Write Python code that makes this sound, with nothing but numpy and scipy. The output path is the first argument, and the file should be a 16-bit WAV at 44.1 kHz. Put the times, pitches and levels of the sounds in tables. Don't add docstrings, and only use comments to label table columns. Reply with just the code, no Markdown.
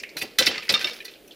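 import sys
import numpy as np
from scipy import signal
from scipy.fft import rfft, irfft
from scipy.io import wavfile
from scipy.ndimage import uniform_filter1d, minimum_filter1d

SR = 44100
rng = np.random.default_rng(int(sys.argv[2]) if len(sys.argv) > 2 else 0)


def output_pcm(signal):
    pcm = np.clip(np.atleast_2d(signal).T, -1, 1) * 32767
    wavfile.write(sys.argv[1], SR, np.round(pcm).astype(np.int16))


def volts(x):
    e = np.asarray(x, float) / 20
    return 10 ** e


N = 59535
T = np.arange(N) / SR

# (time [s], crack level [dB], crack centre [Hz], lid ring level [dB], wall ring level [dB])
KNOCKS = [(0.169, -18.5, 1550, -32, -48), (.2146, -17.5, 3120, -29, -26), (0.386, 0, 1290, 1, -25),
          (0.429, -15, 5450, -45, -33), (0.4629, -28, 5000, -46, -36), (0.4655, -6.5, 4570, -14, -30),
          (0.4686, -9, 2370, -30, -31), (.579, -17, 2780, -50, -24), (0.6928, -6, 4800, -14.5, -27),
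          (.7005, -8.5, 4600, -33, -28), (0.7395, -5, 3540, -42, -4.5), (0.812, -14.5, 2420, -28.5, -29),
          (0.8432, -17.5, 2880, -38, -11), (0.872, -16.5, 2600, -41, -37), (.9088, -25, 3420, -61, -26),
          (1.051, -27, 4220, -35, -39), (1.0805, -30, 2470, -42.5, -49)]
# (frequency [Hz], level [dB], time to fall 60 dB [s])
LID_MODES = [(1545, -17.5, 0.076), (1986, -6, 0.051), (2550, -18, 0.06), (3086, -12, 0.05),
             (3533, -7.5, 0.062), (3962, -4, .045), (4370, -8, .06), (4680, -17.5, 0.049),
             (5000, -11, 0.038), (5720, -14.5, 0.03), (5922, -17, 0.034), (6930, -17.5, 0.05),
             (7470, -21, 0.032), (8160, -17.5, 0.054)]
# (frequency [Hz], level [dB], time to fall 60 dB [s])
WALL_MODES = [(1233, -21, 0.15), (1740, -22, 0.11), (2280, -19, .1), (2760, -17, 0.12), (2880, -27, 0.11),
              (3070, -20, .06), (3644, -8, 0.068), (4296, -20, 0.062), (4420, -17, 0.065),
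              (4635, -28, 0.06), (5280, -12.5, 0.11), (5420, -12, 0.042), (5500, -16, .04)]
# (frequency [Hz], level per Hz [dB])
BODY_COLOUR = [(410, -5), (700, -11), (1100, -13), (1220, -10.5), (1450, -8.5), (2020, -4), (2840, -7),
               (4590, -6), (9000, -33), (11700, -59), (19800, -120)]


def unit(x):
    return x / np.sqrt(np.mean(x ** 2))


def coloured(x, points):
    freqs = np.maximum(np.fft.rfftfreq(N, 1 / SR), 1)
    points = np.array(points)
    level = np.interp(np.log(freqs), np.log(points[:, 0]), points[:, 1], -90 + points[0, 1], -90)
    return unit(irfft(rfft(x) * volts(level), N))


def band(x, hz, width):
    return signal.lfilter(*signal.iirpeak(hz, hz / width, SR), x)


def highpass(x, hz, order):
    return signal.lfilter(*signal.butter(order, hz, "high", fs=SR), x)


def fade(at, t60, hold=0., rise=0.00011):
    t = T - at
    fall_db = -60 * np.clip(t - hold, 0, 2) / max(t60, .004)
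    return np.clip(t / rise, 0, 1) * volts(fall_db)


def placed(at, x):
    return np.pad(x, (int(at * SR), N))[:N]


def kitchen(x):
    t60_s = .3
    t = T[:SR // 2]
    tail = band(rng.standard_normal(len(t)), 3300, 9000) * volts(-60 * t / t60_s)
    tail = tail * (t > .002)
    return signal.fftconvolve(x, tail / np.sqrt(np.sum(tail ** 2)))[:N]


def stove():
    # (frequency [Hz], level per Hz [dB])
    burner_colour = [(30, -3), (100, -17.5), (175, -6), (450, 4), (1000, -17.5), (3000, -13.5),
                     (7500, -25.5), (15500, -21)]
    return volts(-51) * coloured(rng.standard_normal(N), burner_colour)


def rustle():
    level_db, ring_db, t60_s = -24, -10, 0.46
    ticks_per_s, spread_db = 1500, 2
    ticks = (rng.random(N) < ticks_per_s / SR) * rng.standard_normal(N)
    ticks = ticks * volts(spread_db * rng.exponential(size=N))
    ticks = signal.lfilter([1], [1, -.99], np.abs(ticks)) * rng.standard_normal(N)
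    rings = sum(volts(db / 3) * band(ticks, hz, 30) for hz, db, _ in LID_MODES + WALL_MODES)
    power = 0
    for at, crack_db, _, lid_db, wall_db in KNOCKS:
        strength = volts(max(crack_db, lid_db, wall_db))
        power = power + (strength * fade(at, t60_s, 0, 0.0031)) ** 2
    grains = coloured(ticks, BODY_COLOUR) + volts(ring_db) * coloured(rings, BODY_COLOUR)
    return volts(level_db) * grains * np.sqrt(power)


def tumbles():
    # (time [s], level [dB], centre [Hz], time
    # to fall 60 dB [s])
    small_ticks = [(.0004, -36.5, 4970, 0.067), (.0006, -33.5, 2320, 0.062), (0.176, -37.5, 4280, 0.36),
                   (0.0357, -18.5, 2235, 0.03), (0.045, -41, 2290, 0.72), (0.091, -43.5, 4370, 0.087),
                   (0.251, -36, 2800, 0.03), (0.2228, -23, 2660, .025), (0.0325, -36.5, 3800, 0.029),
                   (.383, -33, 4000, .03), (.4615, -26, 5400, .025), (0.169, -27, 4300, 0.014),
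                   (0.8434, -21, 4070, 0.0089), (0.486, -26, 2950, 0.033), (.4745, -10.5, 2480, .03),
                   (0.514, -32, 2660, 0.45), (0.548, -28, 2170, 0.25), (0.6223, -33, 2330, 0.16),
                   (.681, -25.5, 1950, 0.045), (0.722, -28, 2460, 0.046), (.767, -29, 4900, 0.012),
                   (.78, -36, 3320, 0.014), (0.932, -40, 4860, 0.068), (0.943, -44, 2350, 0.025),
                   (1.003, -36.5, 3000, 0.048), (1.014, -38, 2450, 0.073), (1.023, -42, 2350, 0.039),
                   (1.116, -50, 2600, 0.15), (1.138, -42.5, 3300, 0.068), (1.154, -46.5, 2550, 0.088),
                   (1.309, -41, 3140, 0.1), (1.32, -44.5, 3860, 0.063)]
    click_db, click_t60_s = -10, 0.0038
    noise = rng.standard_normal(N)
    out = 0
    for at, db, hz, t60 in small_ticks:
        push = noise * (fade(at, t60) + volts(click_db) * fade(at, click_t60_s))
        woody = 4 * band(band(push, hz, hz * 0.23), hz, hz * .5)
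        dull = 0.22 * band(push, hz * 0.46, hz)
        out = out + volts(db) * (woody + dull)
    return out


def booms():
    # (time [s], hum level [dB], hum pitch [Hz], thud level [dB])
    air_pushes = [(0.17, -51.5, 400, -43.5), (0.23, -40, 330, -41), (0.231, -47.5, 750, -54),
                  (0.401, -22.5, 516, -30.5), (0.465, -45, 215, -70), (0.485, -33, 519, -34.5),
                  (0.577, -42, 1234, -50.5), (0.708, -28, 548, -34.5), (0.746, -28.5, 1227, -42.5),
                  (0.847, -37.5, 370, -49), (0.842, -40, 597, -69), (0.907, -44.5, 475, -71)]
    hum_t60_s, hum_hold_s, hum_width_hz = 0.029, 0.019, 210
    thud_hz, thud_t60_s, thud_lead_s = 138, 0.27, .012
    noise = rng.standard_normal(N)
    thud = unit(band(band(rng.standard_normal(N), thud_hz * 2.5, 325), thud_hz * 0.82, 540))
    out = 0
    for at, hum_db, hz, thud_db in air_pushes:
        hum = np.sin(2 * np.pi * hz * T) + 0.36 * unit(band(noise, hz, hum_width_hz))
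        out = out + volts(hum_db) * hum * fade(at, hum_t60_s, hum_hold_s, 0.0048)
        out = out + volts(thud_db) * thud * fade(at - thud_lead_s, thud_t60_s, 0.012, 0.00094)
    return out


def steam():
    # (time [s], level [dB], length [s])
    puffs = [(0.024, -53.5, 0.016), (0.168, -34.5, 0.011), (0.181, -36.5, 0.024), (0.209, -37, 0.0023),
             (0.219, -32.5, 0.018), (.3862, -14, .014), (0.4595, -30.5, 0.042), (0.629, -50, 0.087),
             (0.6907, -36, 0.0096), (0.709, -42, 0.011), (0.722, -28.5, 0.0087), (0.733, -51.5, 0.0077),
             (0.793, -46, 0.16), (0.81, -45, 0.0086), (0.887, -45, 0.0037), (0.827, -49, 0.003),
             (0.931, -50, 0.091), (1.009, -60, 0.046), (1.11, -55.5, 0.04), (1.047, -42.5, 0.027),
             (1.277, -48.5, 0.0098)]
    # (frequency [Hz], level per Hz [dB])
    hiss_colour = [(2500, 3.5), (4000, -27), (5800, -1), (7000, -14.5), (8200, -12.5), (11000, -4.5),
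                   (13500, -9), (16000, -13)]
    tail_db, tail_t60_s = -4, 0.11
    shape = 0
    for at, db, length in puffs:
        jet = fade(at, 2 * length, length / 2, 0.00047)
        shape = shape + volts(db - 5.0) * (jet + volts(tail_db) * fade(at, tail_t60_s))
    return coloured(rng.standard_normal(N), hiss_colour) * shape


def pings():
    # (time [s], frequency [Hz], level [dB], time to fall 60 dB [s])
    struck_modes = [(0.035, 2565, -34, 0.053), (.1695, 2260, -27.5, 0.011), (0.1673, 4210, -31, 0.027),
                    (0.173, 2500, -39, 0.43), (.174, 3960, -39, 0.24), (.178, 5760, -44, 0.18),
                    (0.2144, 2530, -25, 0.046), (0.2144, 4660, -32.5, 0.11), (.217, 3560, -29.5, 0.021),
                    (.2205, 1961, -31, 0.088), (.429, 5270, -23.5, 0.046), (.4616, 5400, -19.5, .02),
                    (0.4656, 4690, -14, 0.052), (.466, 3653, -14.5, 0.015), (0.4664, 5390, -21, 0.06),
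                    (.469, 1972, -16.5, 0.073), (0.472, 2650, -16, 0.034), (0.48, 3106, -24, .12),
                    (.579, 2045, -30, .05), (.579, 3630, -35, .06), (.579, 4460, -31, 0.056),
                    (0.6924, 4695, -17.5, .067), (0.6922, 3973, -25, .1), (0.6911, 5250, -22, 0.12),
                    (.6925, 3307, -24.5, 0.091), (.696, 2554, -20, 0.072), (.696, 1974, -27, 0.065),
                    (.716, 2510, -27, .05), (0.7414, 5420, -23.5, 0.066), (.745, 4296, -23, 0.046),
                    (0.749, 2756, -26, 0.13), (.750, 2320, -26, .07), (.812, 2487, -26.5, 0.037),
                    (.814, 1545, -35, 0.24), (.812, 4370, -36, 0.068), (.8445, 3644, -20, 0.037),
                    (0.8453, 2742, -19.5, 0.03), (0.8444, 4450, -26, 0.036), (0.8438, 5440, -24, 0.041),
                    (.871, 2248, -29, 0.088), (0.873, 2775, -32, 0.11), (1.0032, 2416, -34, 0.046),
                    (1.0042, 1780, -39, 0.049), (1.0042, 3860, -39, .04), (1.0515, 4745, -37.5, 0.036),
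                    (1.0506, 3958, -43, 0.12), (1.0512, 1973, -44.5, 0.16), (1.054, 5750, -44, 0.066),
                    (1.0797, 2520, -39, 0.059), (1.0797, 4100, -43, 0.049)]
    hold_s = 0.0027
    t = T[:SR // 4]
    out = 0
    for at, hz, db, t60 in struck_modes:
        tone = np.sin(2 * np.pi * hz * t) * fade(0, t60, hold_s)[:len(t)]
        out = out + placed(at, volts(db) * tone)
    return out


def ring(at, hz, db, modes, spot, hold):
    spot_db, detune, push_s = 1.2, .0015, .0008
    focus_db, focus_octaves = 9.5, 0.12
    t = T[:SR // 4]
    tone = 0
    for (mode_hz, mode_db, t60), (stronger, sharper, phase) in zip(modes, spot):
        focus = focus_db * np.exp(-(np.log2(mode_hz / hz) / focus_octaves) ** 2)
        fall_db = -60 * np.maximum(t - hold, 0) / np.clip(t60, .02, .13)
        level = volts(mode_db + spot_db * stronger + focus + fall_db)
        tone = tone + level * np.sin(2 * np.pi * mode_hz * (1 + detune * sharper) * t + 3 * phase)
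    return placed(at, volts(db) * tone * (1 - np.exp(-t / push_s)) / 2)


def knocks():
    crack_t60_s, crack_low_hz, wide_db = 0.053, 1030, 3.5
    noise = rng.standard_normal(N)
    wide = volts(wide_db) * coloured(rng.standard_normal(N), BODY_COLOUR)
    spots = rng.standard_normal((len(KNOCKS), 2, 14, 3))
    cracks, rings = 0, 0
    for (at, db, hz, lid_db, wall_db), (lid_spot, wall_spot) in zip(KNOCKS, spots):
        narrow = unit(band(noise, hz, hz * 0.19))
        cracks = cracks + volts(db - 16.0) * (narrow + wide) * fade(at, crack_t60_s)
        rings = rings + ring(at, hz, lid_db, LID_MODES, lid_spot, hold=0.01)
        rings = rings + ring(at, hz, wall_db, WALL_MODES, wall_spot, hold=.002)
    return highpass(cracks, crack_low_hz, 2) + rings


def scene():
    room_db, side_db, side_top_db, stove_side_db = -18, -27, -19, -15
    pan_db = -1
    pot = knocks() + pings() + tumbles() + rustle() + steam() + booms()
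    mid = pot + volts(room_db) * kitchen(pot) + stove()
    smear = rng.standard_normal(900) * np.exp(-np.arange(900) / 250)
    smear = smear / np.sqrt(np.sum(smear ** 2))
    scattered = signal.fftconvolve(pot + 2 * booms(), smear)[:N]
    side = volts(side_db) * scattered + volts(side_top_db) * highpass(scattered, 7000, 1)
    side = side + volts(stove_side_db) * stove()
    return np.array([mid + side, mid - side]) * volts(np.array([[pan_db], [-pan_db]]) / 2)


def top_cut(x):
    return signal.sosfilt(signal.butter(12, 16620, fs=SR, output="sos"), x)


def record(dry):
    ceiling, release_s, top_hz = .6, .003, 15750
    gain = np.minimum(1, ceiling / (np.abs(dry).max(axis=0) + 1e-9))
    duck = np.log(uniform_filter1d(minimum_filter1d(gain, size=40), size=20))
    keep = np.exp(-1 / (release_s * SR))
    slow = signal.lfilter([1 - keep], [1, -keep], duck)
    limited = dry * np.exp(np.minimum(duck, slow))
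    clipped = .5 * np.tanh(2 * limited)
    mix = signal.sosfilt(signal.ellip(8, .2, 70, top_hz, fs=SR, output="sos"), clipped)
    return top_cut(mix)


dry = scene()
out = record(dry)
output_pcm(out)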